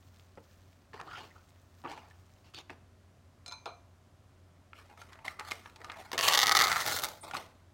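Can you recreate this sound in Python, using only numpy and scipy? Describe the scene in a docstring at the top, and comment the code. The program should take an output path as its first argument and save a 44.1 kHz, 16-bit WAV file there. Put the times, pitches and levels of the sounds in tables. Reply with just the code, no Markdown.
"""Chopsticks stir wet noodles in a plastic tub, rub and knock its half-open foil lid, then clink on a dish.
Fingers crease the lid and peel it off the rim in a run of sharp glue snaps; the loose lid rustles.
Rubbing is a stream of tiny slips shaking a thin sheet; the noodles part with a wet hiss and tiny bubbles.
Impacts and snaps ring the modes of dish, table, lid corner and tub.
A small quiet room with a low appliance hum surrounds it all."""
import sys
import numpy as np
from scipy import signal
from scipy.fft import rfft, irfft
from scipy.io import wavfile
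from scipy.ndimage import uniform_filter1d

SR = 44100
rng = np.random.default_rng(int(sys.argv[2]) if len(sys.argv) > 2 else 0)


def persist_wave(psi):
    """Save psi, clipped to +-1, as 16-bit WAV."""
    counts = np.round(np.clip(psi, -1, 1) * 32767).astype(np.int16)
    wavfile.write(sys.argv[1], SR, np.atleast_2d(counts).T)


N = 340893
TIME = np.arange(N) / SR
CORNER_FREE_S, FREEING_S = 6.37, 0.18   # lid corner leaves the rim: midpoint, duration
OPEN_S, OPENING_S = 6.84, 0.039   # lid uncovers the tub: midpoint, duration

# Fine tearing of the glue seam. Each row: time in seconds, body in dB, hiss in dB.
SEAM_LEVELS = [(6.18, -31.5, -45), (6.218, -37, -44), (6.245, -27.5, -31), (6.43, -32.5, -51),
               (6.46, -32.5, -43), (6.545, -40.5, -45), (6.6, -28.5, -42), (6.81, -34, -38),
               (6.84, -42.5, -46.5), (6.865, -35.5, -39), (6.97, -40.5, -38), (7.005, -44.5, -52),
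               (7.05, -38.5, -46), (7.2, -66, -71)]


def from_db(db):
    """Decibels to gain."""
    return 10 ** (np.asarray(db) / 20)


def unit_rms(x):
    """Scale to unit rms."""
    return x / np.sqrt(np.mean(x ** 2) + 1e-20)


def unit_peak(x):
    """Scale to unit peak."""
    return x / np.abs(x).max()


def level(rows, column):
    """Gain over time from one dB column of a curve, silent outside it."""
    rows, gain = np.array(rows), np.zeros(N)
    inside = (TIME >= rows[0, 0]) & (TIME <= rows[-1, 0])
    gain[inside] = from_db(np.interp(TIME[inside], rows[:, 0], rows[:, column]))
    return uniform_filter1d(gain, size=128)


def ramp(mid_s, length_s):
    """Linear rise from 0 to 1."""
    return np.clip(.5 + (TIME - mid_s) / length_s, 0, 1)


def cut(x, hz, kind, order=2):
    """Butterworth low- or high-pass."""
    return signal.sosfilt(signal.butter(order, hz, kind, fs=SR, output="sos"), x + 1e-18)


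def response(spectrum, size=4096):
    """Minimum-phase impulse response from rows of Hz, dB."""
    hz, db = np.transpose(spectrum)
    grid_hz = np.maximum(np.arange(size // 2 + 1) * SR / size, 1)
    gain = from_db(np.interp(np.log(grid_hz), np.log(hz), db))
    cepstrum = irfft(np.log(gain))
    cepstrum[1:size // 2] *= 2
    cepstrum[size // 2 + 1:] = 0
    return irfft(np.exp(rfft(cepstrum)))


def through(x, impulse):
    """Convolve, keeping the length."""
    return signal.fftconvolve(x, impulse)[:len(x)]


def fade(t60_s, size=8192):
    """Exponential decay."""
    return from_db(-60 * TIME[:size] / t60_s)


def burst(t60_s):
    """Decaying noise."""
    envelope = fade(t60_s)
    return envelope * rng.standard_normal(len(envelope))


def ring(clicks, hz, t60_s):
    """Resonator: a unit click starts a decaying unit sine."""
    radius, angle = from_db(-60 / (t60_s * SR)), 2 * np.pi * hz / SR
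    return signal.lfilter([0, np.sin(angle)], [1, -2 * radius * np.cos(angle), radius ** 2], clicks + 1e-18)


def drift(rate_hz):
    """Random wander between unit-normal knots."""
    knots = rng.standard_normal(8192)
    return np.interp(TIME * rate_hz, np.arange(len(knots)), knots)


def delay(x, lag_s):
    """Delay, keeping the length."""
    return np.pad(x, (int(lag_s * SR), 0))[:len(x)]


def add(track, start_s, sound):
    """Mix a sound into a track."""
    start = int(start_s * SR)
    track[start:start + len(sound)] += sound[:N - start]


def grains(per_s, spread_db, clump_db, clump_hz):
    """Random impulses of uneven size, swelling in clumps."""
    sizes = from_db(spread_db * np.minimum(rng.exponential(1, N), 4)) * rng.choice([-1, 1], N)
    occurs = rng.random(N) < per_s / SR
    return sizes * occurs * from_db(clump_db * drift(clump_hz))


def swells(moves):
    """Body and hiss gains of rubbing moves: attack, hold, release."""
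    body, hiss = np.zeros((2, N))
    age_s = TIME[:SR]
    for start_s, attack_s, hold_s, t60_s, body_db, hiss_db in moves:
        release = from_db(-60 * np.maximum(age_s - attack_s - hold_s, 0) / t60_s)
        envelope = np.clip(age_s / attack_s, 0, 1) * release
        add(body, start_s, from_db(body_db) * envelope)
        add(hiss, start_s, from_db(hiss_db) * envelope)
    return body, hiss


def flexing(x, depth, rate_hz):
    """Waves bounce across a bending sheet, so its resonances wander."""
    out, samples = x, np.arange(N)
    for lag_s in np.geomspace(0.0003, 0.001514, 3):
        lag_samples = lag_s * SR * (1 + 0.19 * drift(rate_hz))
        echo = np.interp(samples - lag_samples, samples, x)
        out = out + np.clip(depth * drift(rate_hz), -.7, .7) * echo
    return out


def friction(slips, colour, band_gains, gain_db, edges_hz=(2500,)):
    """Slips shake a sheet: pressure brings out body, speed hiss. 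One gain curve per band."""
    rest, out = through(slips, response(colour)), 0
    for gain, hz in zip(band_gains, edges_hz):
        out = out + gain * unit_rms(cut(rest, hz, "low", order=5))
        rest = cut(rest, hz, "high", order=5)
    return from_db(gain_db) * (out + band_gains[-1] * unit_rms(rest))


def gliding_modes(blows, modes, tuned_s, uneven_db=2.9):
    """Blows ring modes unevenly; pitches glide as the lid lifts, passing their listed values at tuned_s."""
    out = 0
    for hz, db, t60_s, hz_per_s in modes:
        pitch_hz = hz + hz_per_s * np.clip(TIME - tuned_s, -.4, .4)
        carrier = np.exp(2j * np.pi * np.cumsum(pitch_hz) / SR)
        pole = from_db(-60 / (t60_s * SR))
        force = blows * from_db(db + uneven_db * drift(240))
        out = out + np.imag(carrier * signal.lfilter([1], [1, -pole], force / carrier + 1e-18))
    return out


def background(air_db=-66, hum_hz=89.8, hum_db=-63.5):
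    """Still room air and a wavering appliance hum."""
    # Air spectrum. Each row: frequency in Hz, level in dB.
    air_colour = [(15, -57), (25, -22.5), (96, -8.5), (148, -17), (289, -19.5), (322, -26.5), (368, -19),
                  (421, -26.5), (457, -27), (631, -22.5), (895, -29.5), (1020, -27.5), (2560, -37.5),
                  (6920, -43), (15500, -54)]
    air = through(rng.standard_normal(N), response(air_colour))
    air = from_db(air_db) * air / np.std(cut(air, 139, "high", order=4))
    hum = np.sin(2 * np.pi * hum_hz * TIME + 0.25 * drift(18)) * from_db(1.2 * drift(6.7))
    return air + from_db(hum_db) * unit_rms(hum)


def room(x, early_db=-13, tail_db=-11, treble_db=-7, split_hz=1800, low_t60_s=0.43, high_t60_s=0.49):
    """Quick reflections from table and body, then a short, dark tail."""
    early = delay(burst(0.044), 0.002019)
    early = from_db(early_db) * early / np.linalg.norm(early)
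    noise = rng.standard_normal(SR // 2)
    low, high = noise * fade(low_t60_s, len(noise)), noise * fade(high_t60_s, len(noise))
    tail = cut(low, split_hz, "low", order=3) + from_db(treble_db) * cut(high, split_hz, "high", order=3)
    tail = from_db(tail_db) * delay(tail, 0.0088) / np.linalg.norm(low)
    return x + through(x, early) + through(x, tail)


def bumps(t60_s=0.12):
    """The pushed tub thumps dully on the table."""
    # Each row: start in seconds, peak in dB.
    pushes = [(0.374, -44.5), (0.937, -46), (1.841, -42.5), (2.702, -47)]
    # Thump spectrum. Each row: frequency in Hz, level in dB.
    thump_colour = [(40, -43), (110, -1), (200, -0.5), (330, -4), (520, -3.5), (1200, -31), (8000, -63)]
    out = np.zeros(N)
    for start_s, db in pushes:
        thump = through(burst(t60_s), response(thump_colour))
        add(out, start_s, from_db(db) * unit_peak(thump))
    return out


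def squeaks():
    """Fast stick-slip on tub and foil gives brief rough tones."""
    # Each row: start and length in seconds, pitch in Hz, level in dB, bandwidth over pitch, glide in Hz.
    rasps = [(0.976, 0.01, 1870, -58, .12, 0), (1.071, 0.033, 1280, -50, 0.25, 100),
             (1.103, 0.062, 1380, -48, 0.14, 53), (1.142, 0.077, 2960, -54, 0.2, 200),
             (1.303, 0.018, 1940, -59.5, 0.1, 0), (1.353, 0.018, 1333, -58.5, 0.13, 0),
             (1.876, 0.01, 2900, -53, 0.17, 0), (2.538, 0.077, 3590, -56.5, 0.1, -2),
             (2.541, 0.054, 4500, -55, 0.1, 150), (4.745, 0.073, 2670, -62.5, 0.42, 0),
             (5.278, 0.0069, 2070, -34.5, 0.055, 2), (5.389, 0.013, 1246, -46, .1, 0),
             (7.204, 0.053, 8840, -54, 0.11, -800)]
    out = np.zeros(N)
    for start_s, length_s, hz, db, width, glide_hz in rasps:
        count = int(length_s * SR)
        phase = 2 * np.pi * np.cumsum(hz + glide_hz * np.linspace(-.5, .5, count)) / SR
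        wobble = cut(rng.standard_normal((2, SR // 4)), width * hz / 2, "low")[:, :count]
        tone = unit_rms(wobble[0] * np.cos(phase) + wobble[1] * np.sin(phase))
        add(out, start_s, from_db(db) * tone * signal.windows.tukey(count, .5))
    return out


def creasing():
    """Foil creases as fingers seek the corner, and as the freed lid folds back."""
    # Each row: start, attack, hold and release t60 in seconds, body and hiss in dB.
    rubs = [(4.74, 0.026, 0.019, 0.72, -60, -65), (4.89, 0.0098, .01, 0.22, -61.5, -80),
            (4.97, 0.017, 0.047, 0.39, -59.5, -63), (5.08, 0.037, 0.058, 1, -61.5, -77),
            (5.245, 0.0039, 0.019, 0.31, -46, -52), (5.387, 0.006, 0.017, 0.24, -47, -61),
            (5.43, 0.066, 0.041, 0.42, -49, -51), (5.65, 0.012, 0.0079, 0.64, -59, -69),
            (5.76, 0.12, 0.083, 0.091, -50, -64), (5.96, 0.025, 0.029, 0.54, -51, -58.5),
            (6.128, 0.0044, 0.0029, 0.21, -34.5, -47), (7.228, 0.008, 0.012, 0.86, -47, -54),
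            (7.337, 0.0072, 0.02, 0.17, -39.5, -46)]
    # Foil spectrum. Each row: frequency in Hz, level in dB.
    foil_colour = [(88, -38.5), (150, -2), (268, -1), (490, -7), (668, 2), (780, -5), (1150, -2.5),
                   (1660, -9), (2020, -5.5), (2700, -11.5), (4310, -11), (4930, -15), (9000, -20.5),
                   (15500, -26.5)]
    creases = grains(per_s=2000, spread_db=2.5, clump_db=2.5, clump_hz=200)
    creases = flexing(creases, depth=1.0, rate_hz=20)
    return friction(cut(creases, 260, "high"), foil_colour, swells(rubs), gain_db=-1.5)


def noodles(film_db=-5, bubble_db=-7, t60_cycles=5.3):
    """Wet noodles part with a soft rustle and tiny ringing bubbles."""
    # Wet rustle curve. Each row: time in seconds, level in dB.
    parting = [(0, -72.5), (.2, -66), (.35, -74), (.5, -66.5), (.88, -75), (1.3, -63.5), (1.55, -72.5),
               (1.9, -68), (2.52, -75)]
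    # Wet film spectrum. Each row: frequency in Hz, level in dB.
    film_colour = [(600, -12), (1500, 0), (3000, -6), (6500, -5), (10000, -17), (15000, -9)]
    films = through(grains(per_s=2500, spread_db=2, clump_db=2.5, clump_hz=50), response(film_colour))
    pops = grains(per_s=150, spread_db=3.2, clump_db=2.5, clump_hz=30)
    pitches_hz = np.geomspace(2630, 8400, 12)
    pitch_index = rng.integers(0, len(pitches_hz), N)
    bubbles = sum(ring(pops * (pitch_index == k), hz, t60_cycles / hz) for k, hz in enumerate(pitches_hz))
    wet = from_db(film_db) * unit_rms(films) + from_db(bubble_db) * unit_rms(bubbles)
    return wet * level(parting, column=1)


def stirring():
    """Chopsticks slip along lid and tub as they part the noodles."""
    # Each row: start, attack, hold and release t60 in seconds, body and hiss in dB.
    strokes = [(0.373, 0.0014, 0.0037, 0.06, -51, -82), (0.93, .006, 0.0098, 0.31, -50, -58),
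               (0.99, 0.009, 0.012, 0.35, -50.5, -83), (1.05, 0.096, 0.08, 0.23, -49, -54.5),
               (1.345, 0.0069, 0.0074, 0.3, -59.5, -75), (1.838, 0.01, 0.023, 0.071, -42, -67),
               (1.882, 0.017, 0.012, 0.46, -44.5, -53.5), (2.44, 0.0087, 0.039, 0.12, -68, -65),
               (2.535, 0.0051, 0.07, 0.04, -55, -53), (2.694, 0.006, 0.0051, 0.13, -45.5, -56.5)]
    # Rubbing spectrum. Each row: frequency in Hz, level in dB.
    stroke_colour = [(71, -40), (120, -5), (207, -8), (310, -3), (504, -8), (682, 1), (1280, -1),
                     (1380, -4), (1830, -11), (2860, -14.5), (3360, -22), (4550, -18.5), (5040, -23.5),
                     (10200, -40.5), (15000, -44)]
    slips = grains(per_s=3000, spread_db=3.0, clump_db=2.2, clump_hz=160)
    wet = noodles()
    slips = flexing(slips, depth=0.6, rate_hz=18)
    return wet + friction(slips, stroke_colour, swells(strokes), gain_db=-1.5)


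def knocks(ring_t60_ratio=2.4, ring_db=-7, treble_lift_db=11):
    """Tub knocks and foil buckles: a thin wall cracks, with a ring set by where it is struck."""
    # Each row: start in seconds, peak in dB, ring in Hz, treble before lift in dB, crack t60 in seconds.
    hits = [(0.374, -47.5, 536, -16, 0.044), (0.933, -38.5, 1690, -25, 0.01), (0.943, -38, 412, -30, 0.021),
            (1.0, -36, 830, -15, 0.023), (1.013, -31, 1117, -10, 0.012), (1.112, -39, 1404, -27, 0.028),
            (1.135, -38, 1000, -30, 0.017), (1.155, -40, 1360, -26, .018), (1.181, -38, 724, -19, 0.037),
            (1.839, -42, 756, -16, 0.013), (1.847, -43, 900, -28, 0.023), (1.8604, -34.5, 1134, -30, 0.022),
            (1.875, -35, 905, -18, .012), (1.915, -34, 790, -5, 0.035), (1.925, -42, 890, -11, 0.037),
            (1.976, -38.5, 873, -17, 0.029), (2.11, -47.5, 1760, -13, 0.017),
            (2.546, -35.5, 3700, -1, 0.014), (2.587, -34.5, 3570, -5, 0.01),
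            (2.697, -34.5, 1670, -28, 0.0073), (2.7028, -36, 2600, -12, 0.012),
            (4.732, -35.5, 1340, -30, 0.01), (4.899, -47, 820, -14, 0.034), (4.975, -47, 1290, -11, 0.032),
            (5.016, -39, 1387, -10, 0.034), (5.131, -43, 1970, 0, 0.028), (5.155, -45, 654, -15, 0.033),
            (5.189, -47.5, 900, -20, 0.036), (5.281, -25, 2080, -9.5, 0.012),
            (5.396, -26.5, 1990, -5.5, .011), (5.4014, -37, 1300, -7, 0.019), (5.409, -32, 853, -18, 0.028),
            (5.511, -24, 1184, -2, 0.026), (5.518, -21.5, 2107, -7, 0.011),
            (5.659, -33.5, 1670, -31, 0.0086), (5.76, -42.5, 887, 1, 0.031), (5.816, -38, 1930, -11, 0.014),
            (5.845, -33.5, 1220, -8.5, 0.026), (5.898, -32, 1253, -37, .026), (5.918, -34, 1670, -7, 0.014),
            (7.311, -30.5, 1410, -10, 0.021), (7.336, -28, 776, -22, 0.025),
            (7.3507, -23.5, 1120, -16, 0.016), (7.3679, -25.5, 4300, -2, 0.017)]
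    # Wall spectrum. Each row: frequency in Hz, level in dB.
    wall_colour = [(30, -40.5), (100, -25), (200, -4.5), (500, -13.5), (900, 2.5), (1400, 4.5), (2500, 4),
                   (4000, -4.5), (8000, -15), (15500, -34)]
    out, wall = np.zeros(N), response(wall_colour)
    for start_s, db, hz, treble_db, t60_s in hits:
        crack = unit_peak(through(burst(t60_s), wall))
        treble = from_db(min(treble_db + treble_lift_db, 9)) * cut(crack, 2400, "high", order=3)
        crack = cut(crack, 3680, "low", order=3) + treble
        note = fade(ring_t60_ratio * t60_s) * np.sin(2 * np.pi * hz * TIME[:len(crack)])
        add(out, start_s, from_db(db) * unit_peak(crack + from_db(ring_db) * note))
    return out


def dish(tick_db=3.5, ring_db=-1.0, thud_t60_s=0.18, table_db=-9, rattle_depth=0.37):
    """The sticks bounce on the dish, which rings and rattles against them; their ends drop on the table."""
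    # Each row: start in seconds, level in dB, low and high edge of the blow in Hz, table thud in dB.
    clinks = [(3.4615, -40, 2600, 8100, -52.5), (3.4799, -39, 2470, 7800, -47),
              (3.512, -45.5, 800, 5500, -57), (3.5221, -38.5, 895, 6800, -72),
              (3.6575, -37.5, 700, 4300, -34), (3.6595, -48.5, 700, 2520, -40.5)]
    # Modes of dish with sticks, and of the table top. Each row: pitch in Hz, level in dB, t60 in seconds.
    dish_modes = [(1005, -5.5, 0.24), (1388, -5.5, 0.084), (2380, -13, 0.31), (3610, -9, 0.04),
                  (4070, -6.5, 0.27), (4130, -22, 0.16), (5230, -11, 0.055), (6260, -20, 0.48),
                  (6800, -4.5, 0.027), (8700, -19, 0.13), (11560, -23, .05)]
    table_modes = [(548, -14, 0.27), (665, -9, 0.27), (702.4, -1.5, 0.33), (756, -11, .12)]
    # Thud spectrum. Each row: frequency in Hz, level in dB.
    thud_colour = [(100, -34), (250, -10), (480, -4.5), (690, 10), (850, -4), (1250, 2.5), (1800, -22),
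                   (3600, -16), (7000, -41), (15000, -53)]
    out, blow = np.zeros(N), signal.unit_impulse(SR // 2)
    table = sum((-1) ** k * from_db(db) * ring(blow, hz, t60_s)
                for k, (hz, db, t60_s) in enumerate(table_modes))
    for start_s, db, low_hz, high_hz, thud_db in clinks:
        contact = cut(cut(blow, high_hz, "low", order=1), low_hz, "high")
        ringing = 0
        for hz, mode_db, t60_s in dish_modes:
            rattle = 1 + rattle_depth * cut(rng.normal(0, 22.0, len(blow)), 136, "low")
            ringing = ringing + from_db(mode_db) * ring(contact, hz, t60_s) * rattle
        tick = cut(cut(burst(0.0071), 2300, "high"), high_hz, "low", order=6)
        thud = through(burst(thud_t60_s), response(thud_colour))
        add(out, start_s, from_db(db + ring_db) * ringing)
        add(out, start_s, from_db(db + tick_db) * unit_peak(tick))
        add(out, start_s, from_db(thud_db) * unit_peak(thud))
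        add(out, start_s, from_db(thud_db + table_db) * table)
    return out


def glue_threads(freed, openness, edges_hz=(2500, 7500)):
    """Glue threads part in a dense zip: raspy at the corner, hollow over the tub, thinner once open."""
    # Spectra of the three stages. Each row: frequency in Hz, level in dB.
    corner_colour = [(25, -49.5), (70, -19.5), (420, -17.5), (680, -3), (880, -8), (1150, -2.5), (1500, -9),
                     (2400, -10.5), (2750, 1), (3250, -4), (3750, -8.5), (4400, 2), (5000, -16), (7000, -7),
                     (9000, -13), (15500, -17)]
    covered_colour = [(25, -53), (60, -16), (150, -16.5), (400, -13.5), (520, -14), (680, -7), (950, -9.5),
                      (1230, -1.5), (1600, -12.5), (2000, -2.5), (2450, -13), (3000, -16), (4400, -9),
                      (5100, -11), (6000, -11), (8000, -13), (15500, -16)]
    open_colour = [(24, -54), (40, -26), (87, -3), (120, -11.5), (300, -12), (450, -11.5), (580, -1.5),
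                   (870, -5.5), (1050, -10), (1400, -7.5), (2000, -15), (2710, -17.5), (4100, -5),
                   (10100, -15), (15500, -14)]
    threads = grains(per_s=2600, spread_db=2.2, clump_db=2.8, clump_hz=330)
    threads = flexing(threads, depth=.25, rate_hz=14)
    thinned = cut(threads, 210, "high", order=1)
    body, hiss = level(SEAM_LEVELS, column=1), level(SEAM_LEVELS, column=2)
    corner = friction(threads, corner_colour, [body, from_db(2) * hiss, hiss], -1.5, edges_hz)
    covered = friction(threads, covered_colour, [body, hiss, from_db(-3) * hiss], -2.5, edges_hz)
    opened = friction(thinned, open_colour, [body, hiss, from_db(-2) * hiss], -0.6, edges_hz)
    return (1 - freed) * corner + (freed - openness) * covered + openness * opened


def glue_snaps(stray_per_s=220, loss_db=2.64, spread_db=0.72, jitter=.06):
    """Impulses on foil and tub: a dying run of snaps for each jerk of the seam, strays in between."""
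    # Each row: start in seconds, snap count, spacing in seconds, foil level in dB, tub level in dB.
    jerks = [(6.1172, 1, .002, -25.5, -27), (6.131, 2, .002, -24, -29.5), (6.179, 2, .0018, -17, -23.5),
             (6.1907, 1, .002, -15.5, -18.5), (6.198, 1, .002, -25, -18), (6.21, 2, .0018, -17, -22),
             (6.2298, 3, .003, -19.5, -23), (6.2502, 2, .0018, -20, -26), (6.2657, 3, .0022, -27, -35),
             (6.2819, 2, .0018, -9.5, -21), (6.2865, 1, .002, -7, -15.5), (6.2994, 1, .002, -19, -25.5),
             (6.3117, 3, .003, -20, -22), (6.3247, 2, .0041, -14, -22), (6.3354, 2, .0051, -8, -18.5),
             (6.3498, 3, .0035, -9.5, -15.5), (6.375, 4, .0023, -8.5, -17), (6.3907, 1, .002, -8, -17.5),
             (6.4004, 2, .0086, -11.5, -29), (6.4164, 3, .0041, -10, -18), (6.4309, 3, .0041, -8, -12),
             (6.4594, 1, .002, -15.5, -20), (6.4695, 1, .002, -8, -22.5), (6.4795, 3, .0032, -14.5, -15),
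             (6.4944, 1, .002, -8.5, -12.5), (6.5128, 1, .002, -16.5, -13.5),
             (6.519, 3, .0028, -9.5, -12.5), (6.5508, 2, .0024, -10.5, -12), (6.5596, 3, .0028, -14, -19.5),
             (6.569, 3, .0029, -7, -13.5), (6.5903, 2, .005, -9.5, -17), (6.6026, 1, .002, -11, -15),
             (6.6114, 2, .0016, -9.5, -10.5), (6.6198, 2, .0022, -8.5, -18.5), (6.628, 1, .002, -22.5, -18),
             (6.6368, 1, .002, -17, -20), (6.6406, 4, .0038, -12, -20.5), (6.6708, 1, .002, -16.5, -19),
             (6.681, 2, .0046, -20, -23), (6.7007, 1, .002, -33, -31), (6.7165, 2, .002, -17, -16),
             (6.7275, 1, .002, -18, -17.5), (6.7591, 2, .0067, -30, -18), (6.786, 2, .0042, -33, -28),
             (6.8048, 3, .0055, -20, -35), (6.863, 2, .0104, -20, -23), (6.8854, 4, .006, -36, -24.5),
             (6.9141, 3, .007, -28, -24.5), (6.964, 3, .0052, -23, -26), (6.9883, 2, .0084, -23.5, -37.5),
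             (7.0207, 2, .007, -28, -43), (7.0368, 3, .0072, -17, -27.5), (7.0866, 1, .002, -30.5, -42)]
    strays = (rng.random(N) < stray_per_s / SR) * rng.uniform(0.22, 1, N)
    snaps = strays * from_db(-0.5) * level(SEAM_LEVELS, column=2)
    pulls = strays * from_db(-8) * level(SEAM_LEVELS, column=1)
    for at_s, count, spacing_s, foil_db, tub_db in jerks:
        scatter = rng.standard_normal((8, 2))
        for k, (longer, harder) in enumerate(scatter[:count]):
            db = spread_db * harder - k * loss_db
            add(snaps, at_s, from_db([foil_db + db]))
            add(pulls, at_s, from_db([tub_db + db]))
            at_s += spacing_s * np.exp(jitter * longer)
    return snaps, pulls


def peeling(tub_lag_s=.0008, tub_tuned_s=6.56, fizz_lag_s=0.00093, covered_fizz_db=-14.5, open_fizz_db=-3):
    """Snaps ring the lid's stiff corner, then the tub; the foil ticks, and fizzes more once lifted clear."""
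    # Modes. Each row: pitch in Hz, level in dB, t60 in seconds, glide in Hz per second.
    corner_modes = [(710, -17, 0.035, -2.5), (1185, -9, .025, 549.5), (1870, -4.5, 0.011, -3),
                    (2850, -7.5, .008, 599.5), (4380, -7.5, 0.0088, -3.5)]
    tub_modes = [(830, -15, 0.037, -2), (1290, -6.5, 0.025, 418), (1530, -8, 0.011, 300),
                 (1750, -12, 0.011, -1.5), (1950, -8, 0.025, 251.5), (3700, -14, 0.011, -1)]
    # Foil tick spectrum. Each row: frequency in Hz, level in dB.
    tick_colour = [(60, -46.5), (400, -29), (1500, 0.5), (2400, -7.5), (2950, 0), (3600, 7), (4400, 4.5),
                   (5200, 1), (6300, 1.5), (8000, -12), (15500, -23.5)]
    snaps, pulls = glue_snaps()
    freed, openness = ramp(CORNER_FREE_S, FREEING_S), ramp(OPEN_S, OPENING_S)
    ticks = flexing(through(snaps, unit_peak(response(tick_colour))), depth=0.33, rate_hz=18)
    fizz = through(delay(snaps, fizz_lag_s), fade(0.0077)) * rng.standard_normal(N)
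    fizz *= from_db(covered_fizz_db + openness * (open_fizz_db - covered_fizz_db))
    corner = gliding_modes((1 - freed) * pulls, corner_modes, CORNER_FREE_S)
    tub = gliding_modes(freed * delay(pulls, tub_lag_s), tub_modes, tub_tuned_s)
    ringing = cut(tub, 930, "high") - cut(corner, 600, "high")
    return ticks + ringing + cut(fizz, 5300, "high") + glue_threads(freed, openness)


def scene():
    """Everything on the table, heard in the room; mono."""
    direct = stirring() + creasing() + squeaks() + knocks() + bumps() + dish() + peeling()
    return (room(direct) + background())[None]


def record(dry):
    """Steep low-pass at 16 kHz."""
    return signal.sosfilt(signal.ellip(10, .2, 80, 16000, fs=SR, output="sos"), dry)


dry = scene()
out = record(dry)
persist_wave(out)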